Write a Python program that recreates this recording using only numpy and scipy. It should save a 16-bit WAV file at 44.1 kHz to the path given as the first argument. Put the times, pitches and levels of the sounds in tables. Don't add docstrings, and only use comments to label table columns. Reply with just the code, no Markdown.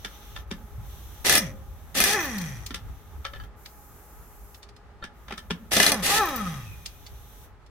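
import sys
import numpy as np
from scipy import signal
from scipy.fft import rfft, irfft, next_fast_len
from scipy.io import wavfile
from scipy.ndimage import map_coordinates

SR = 44100
rng = np.random.default_rng(int(sys.argv[2]) if len(sys.argv) > 2 else 0)


def digitize_waveform(pressure):
    field = np.atleast_2d(pressure).T
    bounded = np.clip(field, -1, 1)
    quanta = np.round(bounded * 32767).astype(np.int16)
    wavfile.write(sys.argv[1], SR, quanta)


N = 339555
TIME = np.arange(N) / SR
AFTER = np.arange(SR // 2) / SR

# time in seconds, level in dB.
RUMBLE_SWELL = [(0, -45), (1.2, -42), (3.35, -44), (3.7, -49), (5.2, -51.5), (6.9, -43), (7.7, -50)]
# frequency in Hz, relative level in dB per Hz.
RUMBLE = [(15, -42.5), (32, -8.5), (55, 5), (120, -9.5), (200, -24), (400, -78)]
OUTDOORS = [(80, -9.5), (190, -6), (300, -10), (560, -12.5), (830, -12.5), (1250, -15.5), (1700, -18),
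            (3000, -29), (16000, -50.5)]
# pitch in Hz, width in Hz, level in dB.
DRONE = [(412, 9, -66), (835, 22, -63.5), (1245, 70, -65)]
RECEDE_S, RECEDE_DB_PER_S = 3.2, -0.5

# start in seconds, end in seconds,
# fine hiss in dB, lower rush in dB.
HISS_SPELLS = [(-.1, .404, -54.5, -53.5), (.463, 3.446, -59.5, -65), (.821, 1.297, -60, -59),
               (3.554, 4.583, -55.5, -77.5), (5.127, 5.72, -62.5, -70), (6.402, 7.449, -55.5, -59)]
# frequency in Hz, relative level in dB per Hz.
HISS = [(3000, -28.5), (6200, -7), (8000, -8), (10000, -8.5), (12000, 0.5), (16000, -6)]
RUSH = [(1200, 2), (2500, -0.5), (3600, 6), (4900, -9), (6100, 5), (7800, -28.5), (12000, -7)]

# frequency in Hz, side over mid in dB.
WIDTH = [(150, -16), (400, -11.5), (1000, -4), (2000, -2.5), (5000, 1), (12000, 0.5)]
# frequency in Hz, left over right in dB.
LEAN = [(200, 0.5), (650, -2.5), (1290, 2.5), (2400, 0.5), (8000, 0.8)]
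# frequency in Hz, time to fall 60 dB in seconds.
YARD_TAIL = [(150, 1), (1000, 0.34), (5000, 0.15), (14000, 0.074)]
TOP_HZ = 16100

# time in seconds, level in dB,
# brightness in dB per octave, high ring in dB relative to the level.
RATTLES = [(2.2553, -32, 6, 5), (2.383, -31, 9.5, 0), (2.4145, -33.5, 10.5, -2.5), (2.6635, -27.5, 5, -6),
           (3.6596, -34.5, -1, -9), (6.3614, -33.5, 4, 13), (6.8598, -25.5, 4, -26)]
CHATTER_S, CHATTER_DB, CHATTER_RING_DB = 0.14, -33.5, 7.5
# time in seconds, level in dB.
TICKS = [(4.5455, -42.5), (4.6295, -41), (4.6895, -47), (4.7643, -49.5), (7.0649, -39.5), (7.663, -53.5)]
# time in seconds, level in dB, brightness in dB per octave,
# tyre thud in dB, rim ring in dB relative to the level.
CLINKS = [(0.048, -24, 2, -36.5, -11), (0.3632, -30, -1, -52, -9.5), (0.5129, -25, 0.5, -28.5, -14),
          (2.707, -31.5, 1.5, -36, -9.5), (2.7444, -22, 3.5, -44, -18.5), (3.251, -23.5, -1, -65, -5.5),
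          (3.336, -34.5, -3.5, -62, -4.5), (3.3599, -36.5, -5, -65, -8.5), (3.4, -42.5, -4, -63, 0.5),
          (3.437, -43, -2.5, -65, -10), (5.026, -28, -7.5, -60, -10), (5.0402, -28.5, 0, -39.5, -13),
          (5.2833, -34, -2, -53.5, -11.5), (5.3083, -28, -5, -45, -17), (5.3236, -27.5, -1, -34.5, -15),
          (5.3786, -29.5, 4.5, -54, -9.5), (5.507, -19, -0.5, -23.5, -15.5), (6.419, -43.5, -4, -60, -12),
          (6.479, -48, -1, -60, -17)]
SETTLE_S, SETTLE_DB, SETTLE_LOSS_DB = 0.009, -10.5, -8.5
# time in seconds, level in dB, pitch in Hz.
BUMPS = [(0.78, -26, 108.5), (0.81, -34.5, 130), (3.154, -31, 67.5), (3.282, -32.5, 58.4)]

# wheel thud in dB, socket ring in Hz, ring in dB.
BLOWS = [(1.2662, -18, 0, -15, 5600, 1), (1.2952, -10.5, 0, -21.5, 6180, -4),
         (1.3255, -14, 14, -16.5, 3420, -9.5), (1.3522, -11, 6.5, -14.5, 4370, -13),
         (1.3781, -12.5, 5, -17.5, 5530, -1), (1.9703, -24, 6.5, -10.5, 5000, -7.5),
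         (2.002, -11, 5, -12.5, 2490, -3), (2.0385, -11.5, 6.5, -21.5, 5400, -5.5),
         (5.734, -16.5, 0.5, -30, 2846, -5.5), (5.7671, -12, -3, -6.5, 3510, -4),
         (5.8, -9, -5, -11.5, 2870, -3.5), (5.8296, -12, -3.5, -18.5, 2910, -1),
         (5.864, -10.5, -1.5, -11.5, 4100, 1.5)]
JOLTS = [(1.248, -22, -6.5, -17.5, 5960, -7.5), (1.9515, -26.5, -1.5, -9.5, 1900, -9),
         (5.7175, -20, -5.5, -15.5, 5870, -10), (5.9185, -12, 1, -15, 5980, -6),
         (5.942, -24, 2.5, -12, 6020, -15)]
RECOIL_S, RECOIL_DB = .011, -9.5

# pitch in Hz, relative level in dB, time to fall 60 dB in seconds.
RIM = [(564, -7.5, 0.08), (1352, 3, 0.068), (1742, -1.5, 0.12), (3125, -4.5, 0.09), (3620, 3, 0.021),
       (4450, -6.5, 0.035)]
ANVIL = [(1260, -2.5, 0.05), (1735, -0.5, 0.089), (2047, -3, 0.09), (2433, -5, 0.085), (2866, -4.5, 0.05),
         (3380, -4, 0.07), (4120, -0.5, 0.027), (5200, -6.5, .08), (5950, -1.5, 0.075)]
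WHEEL = [(206, -2.5, 0.085), (262.3, -7.5, .08), (400, -11.5, 0.17), (534, -18.5, 0.82), (603, 1, 0.08),
         (695, -3, 0.091)]
TYRE = [(222.3, -3, 0.15), (184.6, -3.5, 0.19), (274, -6, .09), (398, 0, 0.038)]
BOLT = [(2555, 2, 0.04), (3340, 7, 0.069), (4196, 14, 0.045), (5010, 18, 0.043)]
# frequency in Hz, relative level in dB per Hz.
CRACK = [(120, -42), (200, -22), (3560, -6), (6050, -2.5), (7270, -16.5), (8580, -0.5), (14900, -12.5),
         (16000, -27.5)]
CLACK = [(180, -35), (300, -19), (915, -9.5), (1280, -3.5), (2650, -7.5), (3640, -6), (4160, -16),
         (5610, -12.5), (7320, -26), (8500, -22.5), (16000, -39.5)]
GRIT = [(500, -22.5), (2000, -2), (4500, -2), (8000, -12), (16000, -29.5)]
HIGH_RING = [(13500, -60.5), (14650, -8), (15800, -58.5)]

# time in seconds, pitch in Hz, level in dB.
AIR_WHISTLE = [(6.5, 2880, -61), (6.66, 2620, -54), (6.735, 2470, -48.5), (6.78, 2450, -63), (7, 2450, -64)]

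# open in seconds, shut in seconds, vane rate that the load allows in Hz,
# friction (1 = free bolt), air in dB, air brightness in dB per octave, whine in dB, bearing rasp in dB,
# socket judder in dB.
PULLS = [(1.243, 1.374, 329.7, 3.75, -20, 1, -38, -36.5, -23),
         (1.943, 2.136, 445.8, 1.026, -24, 1.5, -18, -36, -21),
         (5.708, 5.898, 311.2, 1.9, -22.5, 1.2, -19, -36, -26),
         (6.022, 6.183, 459.8, 1.01, -22.5, 1.5, -20.5, -36, -35)]
SPIN_UP_S, DRAIN_S = .06, .015
DRAG, STOP_S = .0106, .91
FULL_HZ = 400
WHINE_DB_PER_OCTAVE, RASP_DB_PER_OCTAVE = 18.5, 6
LOAD_DB = -7
# vane rate in Hz,
# resonance in Hz, level in dB.
WHISTLE = [(90, 1220, -50), (115, 1230, -33), (160, 1265, -26.5), (230, 1295, -20), (430, 1325, -14)]
WHISTLE_WIDTH_HZ = 42
SECOND_BOLT_S = 4
# vane rate in Hz, level in dB.
HUM = [(50, -51.5), (100, -33), (150, -33.5), (195, -28), (280, -39), (430, -29)]
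# frequency in Hz, width in Hz, dB at the first bolt, dB at the second.
BODY = [(543, 100, -9, -3), (805, 26, -4, 4.5), (1140, 300, -9, 0.5), (1775, 130, 0.5, 0),
        (2010, 81, -2.5, -19), (2510, 38.6, -2.5, -4.5), (2760, 34, -16.5, -11), (3250, 100, -14, -20),
        (3890, 130, -20, -9.5), (5870, 180, -9.5, -41)]
# frequency in Hz,
# width in Hz, dB at the first bolt, dB at the second.
SOCKET = [(1890, 190, 0, -6.5), (2415, 87, -2, -4.5), (2850, 17, -11.5, -2.5), (3270, 90, -4.5, -4),
          (3810, 53, -15.5, -2.5), (5070, 58, -13, -9), (5940, 250, 0, -5.5)]
JIGGLES_PER_S, JUDDERS_PER_S, JIGGLE_SPREAD_DB = 1000, 330, 3
JIGGLE_DB, JIGGLE_DB_PER_OCTAVE = -20.5, 7
# frequency in Hz, relative level in dB per Hz.
RASP = [(150, 8), (500, -0.5), (1000, 4.5), (1900, 4.5), (4800, -7), (6000, -6.5), (7800, -9.5),
        (12500, -5.5), (16000, -19)]
EXHAUST = [(59, -19.5), (100, -1.5), (784, -0.5), (1030, -11.5), (1250, -5), (1420, -5), (2040, 0),
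           (2270, -9.5), (2470, -2.5), (4200, -6.5), (5770, -9), (7770, -12), (10700, -12), (14700, -18.5),
           (16000, -33.5)]


def amp(db):
    return 10 ** (np.asarray(db) / 20)


def unit(x):
    return x / np.sqrt(np.mean(x ** 2) + 1e-20)


def along(points, hz):
    f, v = np.transpose(points)
    return np.interp(np.log(hz + 1), np.log(f + 1), v)


def wobble(rate):
    knots = rng.standard_normal(int(N * rate / SR) + 4)
    return map_coordinates(knots, [TIME * rate])


def filtered(x, response):
    n = x.shape[-1]
    m = next_fast_len(n + 8192)
    return irfft(rfft(x, m) * response(np.fft.rfftfreq(m, 1 / SR)), m)[..., :n]


def resonance(f, hz, width_hz):
    return 1j * f * width_hz / (hz * hz - f * f + 1j * f * width_hz)


def through(x, resonances, second):
    def at(bolt):
        def response(f):
            return sum((-1) ** k * amp(db[bolt]) * resonance(f, hz, width)
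                       for k, (hz, width, *db) in enumerate(resonances))
        return filtered(x, response)
    return np.where(second, at(1), at(0))


def gliding(x, hz, width_hz):
    turn = np.exp(2j * np.pi * np.cumsum(hz) / SR)
    keep = np.exp(-np.pi * width_hz / SR)
    return 2 * np.real(turn * signal.lfilter([1 - keep], [1, -keep], x / turn))


def noise(spectrum, size=N, tilt_db=0, width=WIDTH):
    def colour(hz):
        tone = amp(along(spectrum, hz) + tilt_db * np.log2(hz + 1))
        return tone * amp([0 * hz, along(width, hz)])
    mid, side = filtered(rng.standard_normal((2, size)), colour)
    return unit(np.array([mid + side, mid - side]))


def mix(hits):
    track = np.zeros((2, N + SR))
    for s, sound in hits:
        start = max(round(s * SR), 0)
        track[:, start:][:, :len(AFTER)] += sound
    return track[:, :N]


def ring(modes, detune=0, spread_db=2, rough=0):
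    hz, db, t60 = np.transpose(modes)[:, :, None]
    hz = hz * (1 + detune * rng.standard_normal(hz.shape))
    sizes = amp(db + spread_db * rng.standard_normal(db.shape))
    ear_shift = amp(along(WIDTH, hz)) * rng.standard_normal((2, *db.shape))
    phase = rng.uniform(0, 2 * np.pi, db.shape) + ear_shift
    if rough:
        steps = np.sqrt(hz / SR) * rng.standard_normal((len(hz), len(AFTER)))
        phase = phase + rough * np.cumsum(steps, axis=1)
    tones = np.sin(2 * np.pi * hz * AFTER + phase)
    return np.sum(sizes * amp(-60 * AFTER / t60) * tones, axis=1)


def burst(spectrum, t60, tilt_db=0):
    return noise(spectrum, size=len(AFTER), tilt_db=tilt_db) * amp(-60 * AFTER / t60)


def attack(rise):
    return 1 - np.exp(-AFTER / rise)


def contact(s, sound, rise=0.0013, lead_s=0.0056, lead_db=-7):
    seat = (s - .001, sound * attack(rise))
    scuff_start = s - lead_s * rng.uniform(.6, 1.3)
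    return [seat, (scuff_start, amp(lead_db) * sound * attack(0.0062))]


def swell(on, off, rise, fall=0.0087):
    build = 1 - np.exp(-np.maximum(TIME - on, 0) / rise)
    return build * np.exp(-np.maximum(TIME - off, 0) / fall)


def outdoors():
    rumble_db = np.interp(TIME, *np.transpose(RUMBLE_SWELL)) + 2.4 * wobble(10)
    rumble = amp(rumble_db) * noise(RUMBLE, width=[(60, -6.0), (120, -5.5)])
    far = amp(-55.5 + 1.0 * wobble(22)) * noise(OUTDOORS)
    drift = 1 + .012 * wobble(5)
    drone = 0
    for hz, width, db in DRONE:
        band = unit(gliding(rng.standard_normal(N), hz * drift, width))
        drone = drone + amp(db + 1.6 * wobble(2)) * band
    recede = amp(RECEDE_DB_PER_S * np.maximum(TIME - RECEDE_S, 0))
    return rumble + recede * (far + drone)


def air_hiss():
    spells = np.array([swell(on, off, rise=0.036, fall=0.025) for on, off, *_ in HISS_SPELLS])
    hiss, rush = amp(np.transpose(HISS_SPELLS)[2:]) @ spells
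    return amp(0.68 * wobble(2.4)) * hiss * noise(HISS) + amp(0.82 * wobble(25)) * rush * noise(RUSH)


def driveway(x, near_t60=0.14, near_db=-9, tail_db=-15):
    scatter = rng.standard_normal((2, len(AFTER))) * amp(-60 * AFTER / near_t60)
    hz, t, z = signal.stft(rng.standard_normal((2, len(AFTER))), SR, nperseg=256)
    fade = amp(-60 * t / along(YARD_TAIL, hz)[:, None]) * (1 - np.exp(-t / 0.0035))
    tail = signal.istft(z * fade, SR, nperseg=256)[1][:, :len(AFTER)]
    echoes = amp(near_db) * scatter / np.linalg.norm(scatter[0])
    echoes = echoes + amp(tail_db) * tail / np.linalg.norm(tail[0])
    mid, side = filtered(echoes, lambda hz: amp([0 * hz, along(WIDTH, hz)]))
    stereo = np.array([mid + side, mid - side]) / np.sqrt(2)
    return x + signal.fftconvolve(x, stereo, axes=1)[:, :N]


def bolts(count=4):
    freed = [off for _, off, _, friction, *_ in PULLS if friction < 1.4]
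    chatter = []
    for off in freed:
        for k in range(count):
            s = off + CHATTER_S * (k + rng.random()) / count
            chatter.append((s, CHATTER_DB + rng.normal(0, 0.77), 0, CHATTER_RING_DB))
    hits = []
    for s, db, tilt_db, high_db in list(RATTLES) + chatter:
        click = burst(GRIT, t60=0.04, tilt_db=tilt_db)
        high_ring = amp(high_db) * burst(HIGH_RING, t60=.03)
        hits += contact(s, amp(db) * (click + amp(-26.5) * ring(BOLT) + high_ring))
    for s, db in TICKS:
        click = burst(GRIT, t60=0.05, tilt_db=1.2)
        hits += contact(s, amp(db) * (click + amp(-21) * ring(BOLT, detune=.084)))
    return mix(hits)


def rim_knock(db, tilt_db, rim_db):
    rim = ring(RIM, detune=.02, spread_db=2.5, rough=.18)
    return amp(db) * (burst(CLACK, t60=0.033, tilt_db=tilt_db) + amp(rim_db) * rim)


def clinks(count=3):
    hits = []
    for s, db, tilt_db, thud_db, rim_db in CLINKS:
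        thud = amp(thud_db) * ring(TYRE, detune=0.033)
        hits += contact(s, rim_knock(db, tilt_db, rim_db) + thud)
        delays = np.cumsum(SETTLE_S * rng.uniform(.5, 1.6, count))
        for k, delay in enumerate(delays):
            bounce = amp(SETTLE_DB + SETTLE_LOSS_DB * k) * rim_knock(db, tilt_db, rim_db)
            hits.append((s + delay, bounce))
    for s, db, hz in BUMPS:
        hits.append((s, amp(db) * ring([(hz, 0, .16)]) * attack(0.0035)))
    return mix(hits)


def blow(db, tilt_db, thud_db, ring_hz, ring_db, steel_db=-10):
    crack = burst(CRACK, t60=0.03, tilt_db=tilt_db)
    steel = amp(steel_db) * ring(ANVIL, detune=.012) + ring([(ring_hz, ring_db, .035)])
    thud = amp(thud_db) * ring(WHEEL, detune=.012)
    return amp(db) * (crack + steel + thud) * attack(.0004)


def hammer():
    hits = [(s, blow(*stroke)) for s, *stroke in list(BLOWS) + list(JOLTS)]
    for s, db, *colour in BLOWS:
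        hits.append((s + RECOIL_S * rng.uniform(.85, 1.2), blow(db + RECOIL_DB, *colour)))
    return mix(hits)


def air_whistle(breathy=.028):
    s, hz, db = np.transpose(AIR_WHISTLE)
    pitch = np.interp(TIME, s, hz) * (1 + breathy * np.array([wobble(450), wobble(450)]))
    level_db = np.interp(TIME, s, db, left=-np.inf, right=-np.inf) + 3 * wobble(90)
    return amp(level_db) * np.sin(2 * np.pi * np.cumsum(pitch, axis=1) / SR)


def speed():
    rate = np.zeros(N)
    for on, off, top_hz, friction, *_ in PULLS:
        held = np.clip(TIME - on, 0, off + DRAIN_S - on)
        driven = top_hz + (rate[round(on * SR)] - top_hz) * np.exp(-held / SPIN_UP_S)
        coast = friction * np.maximum(TIME - off - DRAIN_S, 0)
        slowed = driven / (1 + DRAG * driven * coast) * np.exp(-(coast / STOP_S) ** 2)
        rate = np.where(TIME < on, rate, slowed)
    return np.maximum(rate, 1)


def puffs(phase, turning, uneven_db=1.9, rough_db=1.7, count=6):
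    orders = np.arange(2, 29)[:, None]
    train = np.zeros(N)
    spinning = turning > 0
    train[spinning] = np.sum(np.cos(orders * phase[spinning]) / orders ** .5, axis=0)
    vane = (phase / (2 * np.pi) + .5).astype(int) % count
    vane_db = uneven_db * unit(rng.standard_normal(count))
    return train * amp(vane_db[vane] + rough_db * wobble(300))


def jiggle(per_s, second):
    struck = rng.random(N) < per_s / SR
    sizes = amp(JIGGLE_SPREAD_DB * np.clip(rng.standard_normal(N), -2, 2))
    ears = 1 + 1.2 * rng.uniform(-2, 2, (2, N))
    return through(unit(struck * sizes * ears), SOCKET, second)


def motor(rate, phase, turning):
    opens, *_, whine_db, rasp_db, judder_db = np.transpose(PULLS)
    pull = np.maximum(np.searchsorted(opens, TIME) - 1, 0)
    octaves = np.log2(rate / FULL_HZ)
    second = TIME > SECOND_BOLT_S
    train = puffs(phase, turning)
    whine = amp(whine_db[pull] + WHINE_DB_PER_OCTAVE * octaves) * through(train, BODY, second)
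    rates, resonance_hz, resonance_db = np.transpose(WHISTLE)
    whistle_hz = np.interp(rate, rates, resonance_hz)
    whistle_gain = (TIME > opens[-1]) * amp(np.interp(rate, rates, resonance_db) + 2 * wobble(30))
    whistle = whistle_gain * gliding(train, whistle_hz, WHISTLE_WIDTH_HZ)
    beam = amp(2 * np.array([wobble(40), wobble(40)]))
    hum = amp(along(HUM, rate)) * np.sin(phase)
    load = sum(swell(on, off, rise=0.0083) for on, off, *_ in PULLS)
    rasp_gain = amp(rasp_db[pull] + RASP_DB_PER_OCTAVE * octaves + 0.9 * wobble(70))
    rasp = rasp_gain * noise(RASP) * (1 + .5 * np.cos(phase))
    socket = amp(JIGGLE_DB + JIGGLE_DB_PER_OCTAVE * octaves) * jiggle(JIGGLES_PER_S, second)
    socket += amp(judder_db[pull]) * load * jiggle(JUDDERS_PER_S, second)
    tone = amp(LOAD_DB * load) * (beam * (whine - whistle) + hum)
    return turning * (tone + rasp + socket)


def wrench(jitter=0.007, chop=.31, flutter_db=1.5, stall_hz=52):
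    rate = speed()
    turning = np.clip(0.5 * (rate / stall_hz - 1), 0, 1)
    phase = 2 * np.pi * np.cumsum(rate * (1 + jitter * wobble(130))) / SR
    jet = 0
    for on, off, _, _, air_db, tilt_db, *_ in PULLS:
        jet = jet + amp(air_db) * swell(on, off, rise=0.016) * noise(EXHAUST, tilt_db=tilt_db)
    chopped = jet * (1 + chop * turning * np.cos(phase))
    return motor(rate, phase, turning) + amp(flutter_db * wobble(150)) * chopped


def scene():
    work = driveway(wrench() + air_whistle() + hammer() + clinks() + bolts())
    placed = filtered(work, lambda hz: amp(np.outer([.5, -.5], along(LEAN, hz))))
    return placed + air_hiss() + outdoors()


def record(dry, ceiling=0.93):
    rounded = dry / (1 + (dry / ceiling) ** 4) ** .25
    return filtered(rounded, lambda hz: hz < TOP_HZ)


dry = scene()
out = record(dry)
digitize_waveform(out)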